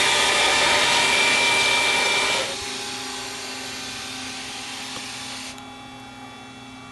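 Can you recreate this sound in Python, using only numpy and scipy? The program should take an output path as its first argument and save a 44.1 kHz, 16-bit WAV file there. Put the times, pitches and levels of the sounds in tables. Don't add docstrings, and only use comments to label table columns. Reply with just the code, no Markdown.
import sys
import numpy as np
from scipy import signal
from scipy.io import wavfile
from scipy.ndimage import uniform_filter1d

SR = 44100
rng = np.random.default_rng(int(sys.argv[2]) if len(sys.argv) > 2 else 0)


def master_out(mix):
    frames = np.transpose(np.atleast_2d(mix))
    ceiling = np.clip(frames, -1, 1)
    pcm = np.round(ceiling * 32767).astype(np.int16)
    wavfile.write(sys.argv[1], SR, pcm)


def invert_db(level):
    return 10 ** (np.asarray(level, dtype=float) / 20)


N = 304731
HOP = 256
MOUTH_S, MOUTH_LEN_S = 0.77, 0.35
STOP_S, COAST_S = 2.345, 0.225


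def tool_drive(t):
    return bearing_roar() + gear_tones(t) + mesh_whine(t) + cover_rattle(t) + coasting_moans(t)


def bearing_roar():
    # pitch_hz, level_db [dB per Hz]
    roar_close = [(24, -48), (40, -28), (341, -7.5), (590, 4), (665, -5.5), (928, 7.5), (1120, -18),
                  (1210, 3), (1610, 1), (2300, -10), (2530, -14.5), (3520, -6), (5160, -12.5), (10800, -22),
                  (11900, -30), (15400, -67), (22000, -120)]
    # pitch_hz, level_db [dB per Hz]
    roar_far = [(24, -54), (40, -38), (333, -8), (394, -16.5), (824, -9.5), (928, -12.5), (1100, -17),
                (1210, -13), (1610, -24.5), (2190, -2.5), (2350, 3.5), (2530, -1.5), (3610, -6.5),
                (11100, -22.5), (11900, -45), (15400, -73), (22000, -120)]
    # pitch_hz, width_hz, lift_db
    housing = [(420, 39, 2.5), (910, 350, -2), (1240, 90, -3), (1835, 70, 7.5), (2350, 200, 1),
               (2680, 67, 3), (3410, 300, 2), (3620, 320, 2), (10960, 320, 9)]
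    far_inside, far_outside = 0.41, 0.53
    level_db, spread_share = -17.5, 0.9
    speed_power, dull_db = 0.77, -6.5
    t = frame_times()
    far = far_inside + (far_outside - far_inside) * outside(t)
    roar_db = level_db + spread_share * spread_db(t) + speed_power * 20 * np.log10(speed(t))
    octaves = np.log2(np.fft.rfftfreq(4 * HOP, 1 / SR) / 1400 + 0.055)[:, None]
    dulling_db = octaves * dull_db * (1 - speed(t)) ** 2
    colour_db = (1 - far) * colour(roar_close, housing) + far * colour(roar_far, housing)
    return noise(colour_db + roar_db + dulling_db, patchy_db=0.22, flicker_db=1.01, streak_db=2.0)


def gear_tones(t):
    # pitch_hz, level_db
    gears_close = [(65.3, -46), (129.9, -45), (259.7, -49.5), (391.6, -35), (456.9, -43), (555.8, -49),
                   (591.5, -32), (620.4, -47), (769.1, -38), (849.2, -35.5), (914.5, -38), (947.5, -32.5),
                   (1012.1, -36.5), (1201.1, -35.5), (1240.9, -34.5), (1501.9, -39), (1567.2, -48),
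                   (1697.8, -40), (1763.0, -32.5), (1958.8, -35.5), (2122.4, -33.5), (2285.2, -42)]
    # pitch_hz, level_db
    gears_far = [(65.3, -53), (101.6, -54), (130.5, -50), (259.1, -46), (391.0, -37), (424.6, -46.5),
                 (456.2, -47), (528.2, -45), (591.5, -40), (619.8, -42.5), (881.5, -42), (946.8, -33.5),
                 (1012.1, -39.5), (1201.8, -39.5), (1239.5, -50), (1404.4, -44), (1468.3, -41.5),
                 (1859.3, -40.5), (2154.0, -60), (2284.5, -39.5)]
    # pitch_hz, level_db
    gears_high = [(2415.8, -49.5), (2611.6, -49), (2742.1, -41.5), (3100.8, -46.5), (3133.8, -42),
                  (3166.1, -57), (3232.0, -46.5), (3402.2, -41.5), (3656.6, -40.5), (3688.2, -40),
                  (5680.1, -47.5), (7509.7, -50), (7714.3, -51), (7752.6, -57), (8158.4, -48.5),
                  (8307.1, -53), (9089.7, -49), (9525.8, -73)]
    close = sum(tone(hz, db - 0.1, waver=0.6, rate_hz=24) for hz, db in gears_close)
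    far = sum(tone(hz, db + 3.0, waver=0.41, rate_hz=18) for hz, db in gears_far)
    high = sum(tone(hz, db + 5.5, waver=0.7, rate_hz=18) for hz, db in gears_high)
    turn = outside(t) * np.pi / 2
    strength = invert_db(spread_db(t)) * speed(t) ** 2.8
    return strength * (np.cos(turn) * close + np.sin(turn) * far + high)


def mesh_whine(t):
    # time_s, level_db
    mesh = [
        (0, -28),
        (.3, -26.5),
        (.97, -28),
        (1.1, -22),
        (1.25, -20.5),
        (1.8, -21.5),
        (2.05, -24),
        (2.4, -24.5),
    ]
    unload_db, unload_s = -10.5, 0.027
    level_db = curves(mesh, t)[0] + unload_db * np.clip((t - STOP_S) / unload_s, 0, 1)
    return tone(2350.2, level_db, waver=0.07, rate_hz=25) * speed(t)


def cover_rattle(t):
    # start_s, end_s, from_hz, to_hz, level_db
    rattle = (0.3, 1.18, 905, 940, -30)
    return passing(rattle, t, waver=3.0, rate_hz=70)


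def coasting_moans(t):
    # start_s, end_s, from_hz, to_hz, level_db
    moans = [
        (2.34, 2.45, 560, 515, -34),
        (2.44, 2.55, 530, 558, -34.5),
    ]
    return sum(passing(row, t, waver=0.29, rate_hz=71) for row in moans)


def air_purge(t):
    # pitch_hz, level_db [dB per Hz]
    jet_hiss = [(88, -43), (150, -8), (190, -26), (250, -5.5), (312, -20), (403, -25), (458, -18.5),
                (710, -16), (778, -17.5), (885, -10.5), (1650, -11.5), (1770, -8.5), (4420, -7),
                (11000, -20), (11900, -22.5), (15400, -65), (22000, -120)]
    # pitch_hz, width_hz, lift_db
    cabin = [(550, 49, 11.5), (6200, 490, 3), (1013, 58, 6.5), (2450, 60, 5.5), (2716, 37, 7),
             (3700, 150, 2), (4410, 980, 2.5), (5000, 440, -2), (7060, 580, 2.5), (7880, 520, -4),
             (8700, 700, 4.5), (10300, 520, -1.5), (11070, 370, 3)]
    # start_s, end_s, from_hz, to_hz, level_db
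    whistles = [(3.82, 4.02, 3450, 3505, -46), (4.0, 4.26, 3580, 3645, -44), (2.6, 4.1, 2085, 2090, -55),
                (3.05, 4.5, 2395, 2450, -54), (3.8, 4.5, 3990, 3975, -54), (4.55, 5.52, 1785, 1812, -55),
                (3.4, 4.8, 2580, 2645, -54)]
    level_db, spread_share = -27, 1.115
    shut_s, shut_db_per_s, leak_db, leak_db_per_s = 5.51, -450, -21, -70
    shut = np.maximum(frame_times() - shut_s, 0)
    flow_db = np.maximum(shut_db_per_s * shut, leak_db + leak_db_per_s * shut)
    field_db = colour(jet_hiss, cabin) + level_db + spread_share * spread_db(frame_times()) + flow_db
    jet = noise(field_db, patchy_db=0.6, flicker_db=0.4, streak_db=2.3)
    return jet + sum(passing(row, t, waver=0.45, rate_hz=30) for row in whistles)


def knocks():
    # time_s, peak_db, ring_hz, fade_s [time to fall 60 dB], crack_share [0-1]
    hits = [(2.613, -28, 78, .09, .02), (4.9635, -19.5, 1150, .018, .2), (4.9633, -21, 3250, .014, .3),
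            (4.965, -28, 520, .04, .1), (4.970, -28, 290, .04, 0), (4.966, -36, 130, .06, 0),
            (5.5832, -21, 3900, .006, .3), (5.5836, -26, 2900, .006, .1), (5.5832, -28, 5400, .006, .3),
            (5.5832, -24, 7000, .007, .2), (5.5832, -29, 11200, .006, .3), (5.5844, -28, 1400, .008, .1),
            (5.999, -36, 7300, .008, .6), (6.0025, -37, 9200, .007, .6), (6.058, -36, 400, .02, .05)]
    out, u = np.zeros(N), np.arange(6000) / SR
    for s, db, hz, fade_s, crack_share in hits:
        crack = rng.standard_normal(len(u)) * invert_db(-60 * u / 0.013)
        ring = (1 - crack_share) * np.sin(2 * np.pi * hz * u) + crack_share * crack
        onset = np.minimum(u * hz * 2, 1)
        at = round(s * SR)
        out[at:at + len(u)] += invert_db(db - 60 * u / fade_s) * ring * onset
    return out


def pump(t):
    # multiple, level_db, loudest_s, half_width_s, lift_db
    pump_low = [(1, -68, 2.6, 1.9, 25), (2, -59, 4.25, .9, 13), (3, -54, 3.3, .8, 2),
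                (4, -74, 3.7, 1.3, 28)]
    # multiple, level_db
    pump_orders = [(5, -59), (6, -53), (7, -54), (8, -63), (10, -61), (11, -73), (14, -67), (15, -72),
                   (16, -64), (17, -71), (19, -80), (21, -77), (25, -81), (26, -78)]
    pump_hz = 385.23
    beat_hz, beat_top_s, beat_depth = 1.85, 5.8, 0.8
    one, two, three, four = (tone(pump_hz * round(k), spot_db(t, *spot), waver=0.12, rate_hz=8)
                             for k, *spot in pump_low)
    beat = 1 + beat_depth * np.cos(2 * np.pi * beat_hz * (t - beat_top_s))
    high = sum(tone(pump_hz * k, db, waver=0.15, rate_hz=5) for k, db in pump_orders)
    return one + two + three * beat + four + high


def fans(t):
    # multiple, level_db
    fan_orders = [(2, -60), (3, -55), (4, -68), (5, -71), (6, -73), (7, -78), (8, -74), (9, -78)]
    # pitch_hz, level_db, spot_s, half_width_s, lift_db
    blower_tones = [
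        (258.9, -43, 1.2, 1.6, -2),
        (408.5, -54.5, 1.5, 3.1, 10),
        (821.3, -70, 2.5, 1.6, 27),
        (821.3, -50, 5.3, 1.0, 6),
    ]
    # pitch_hz, level_db
    hums = [(59, -63), (100, -61), (119.8, -54), (225, -56.5), (241, -58.5), (695.8, -61.5), (775.9, -55.5),
            (1215, -60.5), (1391, -57), (1811, -65), (3461.5, -54), (3691, -75), (3822, -72),
            (4614.8, -64.5), (5364, -73), (6922, -68), (7977, -78), (8269, -83), (8446, -79), (8999, -77)]
    fan_hz = 1111.2
    servo = sum(tone(fan_hz * k, db, waver=0.18, rate_hz=5) for k, db in fan_orders)
    blower = sum(tone(hz, spot_db(t, *spot), waver=0.29, rate_hz=12) for hz, *spot in blower_tones)
    hum = sum(tone(hz, db, waver=0.39, rate_hz=8) for hz, db in hums)
    return servo + blower + hum


def shop_noise():
    # pitch_hz, level_db [dB per Hz]
    shop = [(12, -53), (20, -25), (114, -6), (174, -13), (253, -9.5), (468, -14), (799, -10.5),
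            (889, -13.5), (1730, -13.5), (2270, -17.5), (2880, -22), (3380, -21), (3670, -21), (11000, -32),
            (11900, -35), (15400, -74), (22000, -120)]
    # pitch_hz, width_hz, lift_db
    panels = [(1030, 150, 3.5), (1550, 150, 0.5), (2600, 300, 2.5), (1830, 280, -5), (4800, 300, 0),
              (7640, 520, -3), (11000, 500, 4)]
    level_db = -39 + 0.91 * spread_db(frame_times())
    return noise(colour(shop, panels) + level_db, patchy_db=1.0, flicker_db=0.0, streak_db=2.5)


def speed(t):
    return np.clip(1 - (t - STOP_S) / COAST_S, 1e-4, 1)


def outside(t):
    return np.clip((t - MOUTH_S) / MOUTH_LEN_S, 0, 1)


def spread_db(t):
    # time_s, distance_m
    distance = [
        (0, 1.05),
        (1, 1.12),
        (2.3, 1.48),
        (3, 1.88),
        (4, 2.3),
        (5.5, 2.31),
        (6.91, 2.84),
    ]
    return -20 * np.log10(curves(distance, t)[0])


def spot_db(t, db, at, half, lift_db):
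    spot = np.exp(-abs((t - at) / half) ** 3)
    return db + lift_db * spot + 0.31 * spread_db(t)


def passing(row, t, waver, rate_hz):
    start, end, from_hz, to_hz, db = row
    u = np.clip((t - start) / (end - start), 0, 1)
    swell = np.sqrt(abs(np.sin(np.pi * u))) * (u < 1)
    return tone(from_hz + (to_hz - from_hz) * u, db, waver, rate_hz) * swell


def tone(hz, db, waver, rate_hz):
    steps = np.arange(0, N + SR, SR / rate_hz)
    re, im = (np.interp(np.arange(N), steps, v) for v in waver * rng.standard_normal((2, len(steps))))
    cycles = np.cumsum(hz * np.ones(N)) / SR + rng.random()
    angle = (2 * np.pi * (cycles % 1)).astype(np.float32)
    wave = np.cos(angle) * (1 + re) - np.sin(angle) * im
    return np.sqrt(2 / (1 + waver ** 2)) * invert_db(db) * wave


def noise(field_db, patchy_db, flicker_db, streak_db):
    frames = len(frame_times())
    a, b, patches, flicker, streaks = rng.standard_normal((frames, 2 * HOP + 1, 5)).T
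    patches = smoothed(patches, 9, 16)
    flicker = smoothed(flicker, 120, 12)
    streaks = smoothed(streaks, 2, 90)
    unit = np.std(signal.istft(a + 1j * b, nperseg=4 * HOP, noverlap=3 * HOP)[1])
    level_db = field_db + patchy_db * patches + flicker_db * flicker + streak_db * streaks
    z = (a + 1j * b) * invert_db(level_db)
    return signal.istft(z, nperseg=4 * HOP, noverlap=3 * HOP)[1][:N] / unit


def smoothed(x, bins, frames):
    return evened(uniform_filter1d(uniform_filter1d(x, size=bins, axis=0), size=frames, axis=1))


def evened(x):
    return x / np.sqrt(np.mean(x ** 2) + 1e-20)


def colour(points, modes=()):
    hz = np.fft.rfftfreq(4 * HOP, 1 / SR)
    f, db = np.transpose(points)
    db = np.interp(np.log(hz + 1), np.log(f + 1), db)
    db = db + sum(d / (1 + (2 * (hz - f) / w) ** 2) for f, w, d in modes)
    return (db - 10 * np.log10(np.mean(invert_db(2 * db))))[:, None]


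def frame_times():
    return np.arange(N // HOP + 5) * HOP / SR


def curves(rows, t):
    s, *columns = np.transpose(rows)
    return [np.interp(t, s, c) for c in columns]


def scene():
    t = np.arange(N) / SR
    mono = tool_drive(t) + air_purge(t) + knocks() + pump(t) + fans(t) + shop_noise()
    return np.array([mono, mono])


def levelled(x):
    knee_db, squeeze, recover_db_per_s = -29.5, 0.17, 27
    power_db = 10 * np.log10(abs(uniform_filter1d(x ** 2, size=3000)) + 1e-12)
    fall = np.arange(N) * recover_db_per_s / SR
    held_db = np.maximum.accumulate(power_db + fall) - fall
    over_db = np.maximum(held_db - knee_db, 0)
    return x / invert_db(squeeze * uniform_filter1d(over_db, size=1500))


def thinned_treble(hz, z):
    power = abs(z) ** 2 + 1e-20
    local = uniform_filter1d(uniform_filter1d(power, size=3, axis=0), size=2, axis=1)
    around = uniform_filter1d(uniform_filter1d(power, size=30, axis=0), size=2, axis=1)
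    strictness = np.interp(hz, [3000, 7000, 12000], [0.05, 0.3, 0.42])[:, None]
    kept = np.clip(local / (strictness * around), 0, 1) ** 2.5
    edge_hz = 11780 + 160 * evened(uniform_filter1d(rng.standard_normal(z.shape[1]), size=4))
    return z * kept * invert_db(-40 * np.clip((hz[:, None] - edge_hz) / 90, 0, 1))


def ear_difference(hz, z):
    band = np.digitize(hz, np.geomspace(4200, 11800, 7))
    chosen = rng.random((z.shape[1], 8)).T < 0.013
    apart = chosen[band] * ((band > 0) * (band < 7))[:, None]
    scatter = np.exp(2j * np.pi * rng.random(z.T.shape).T)
    return invert_db(0.5) * apart * z * scatter


def low_pass(x):
    return signal.sosfilt(signal.butter(12, 12030, fs=SR, output="sos"), x)


def record(dry):
    hz, _, z = signal.stft(levelled(dry[0]), SR, nperseg=1536, noverlap=768)
    z = thinned_treble(hz, z)
    both = np.array([z, ear_difference(hz, z)])
    mid, side = signal.istft(both, SR, nperseg=1536, noverlap=768)[1][:, :N]
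    return low_pass(np.array([mid + side, mid - side]))


dry = scene()
out = record(dry)
master_out(out)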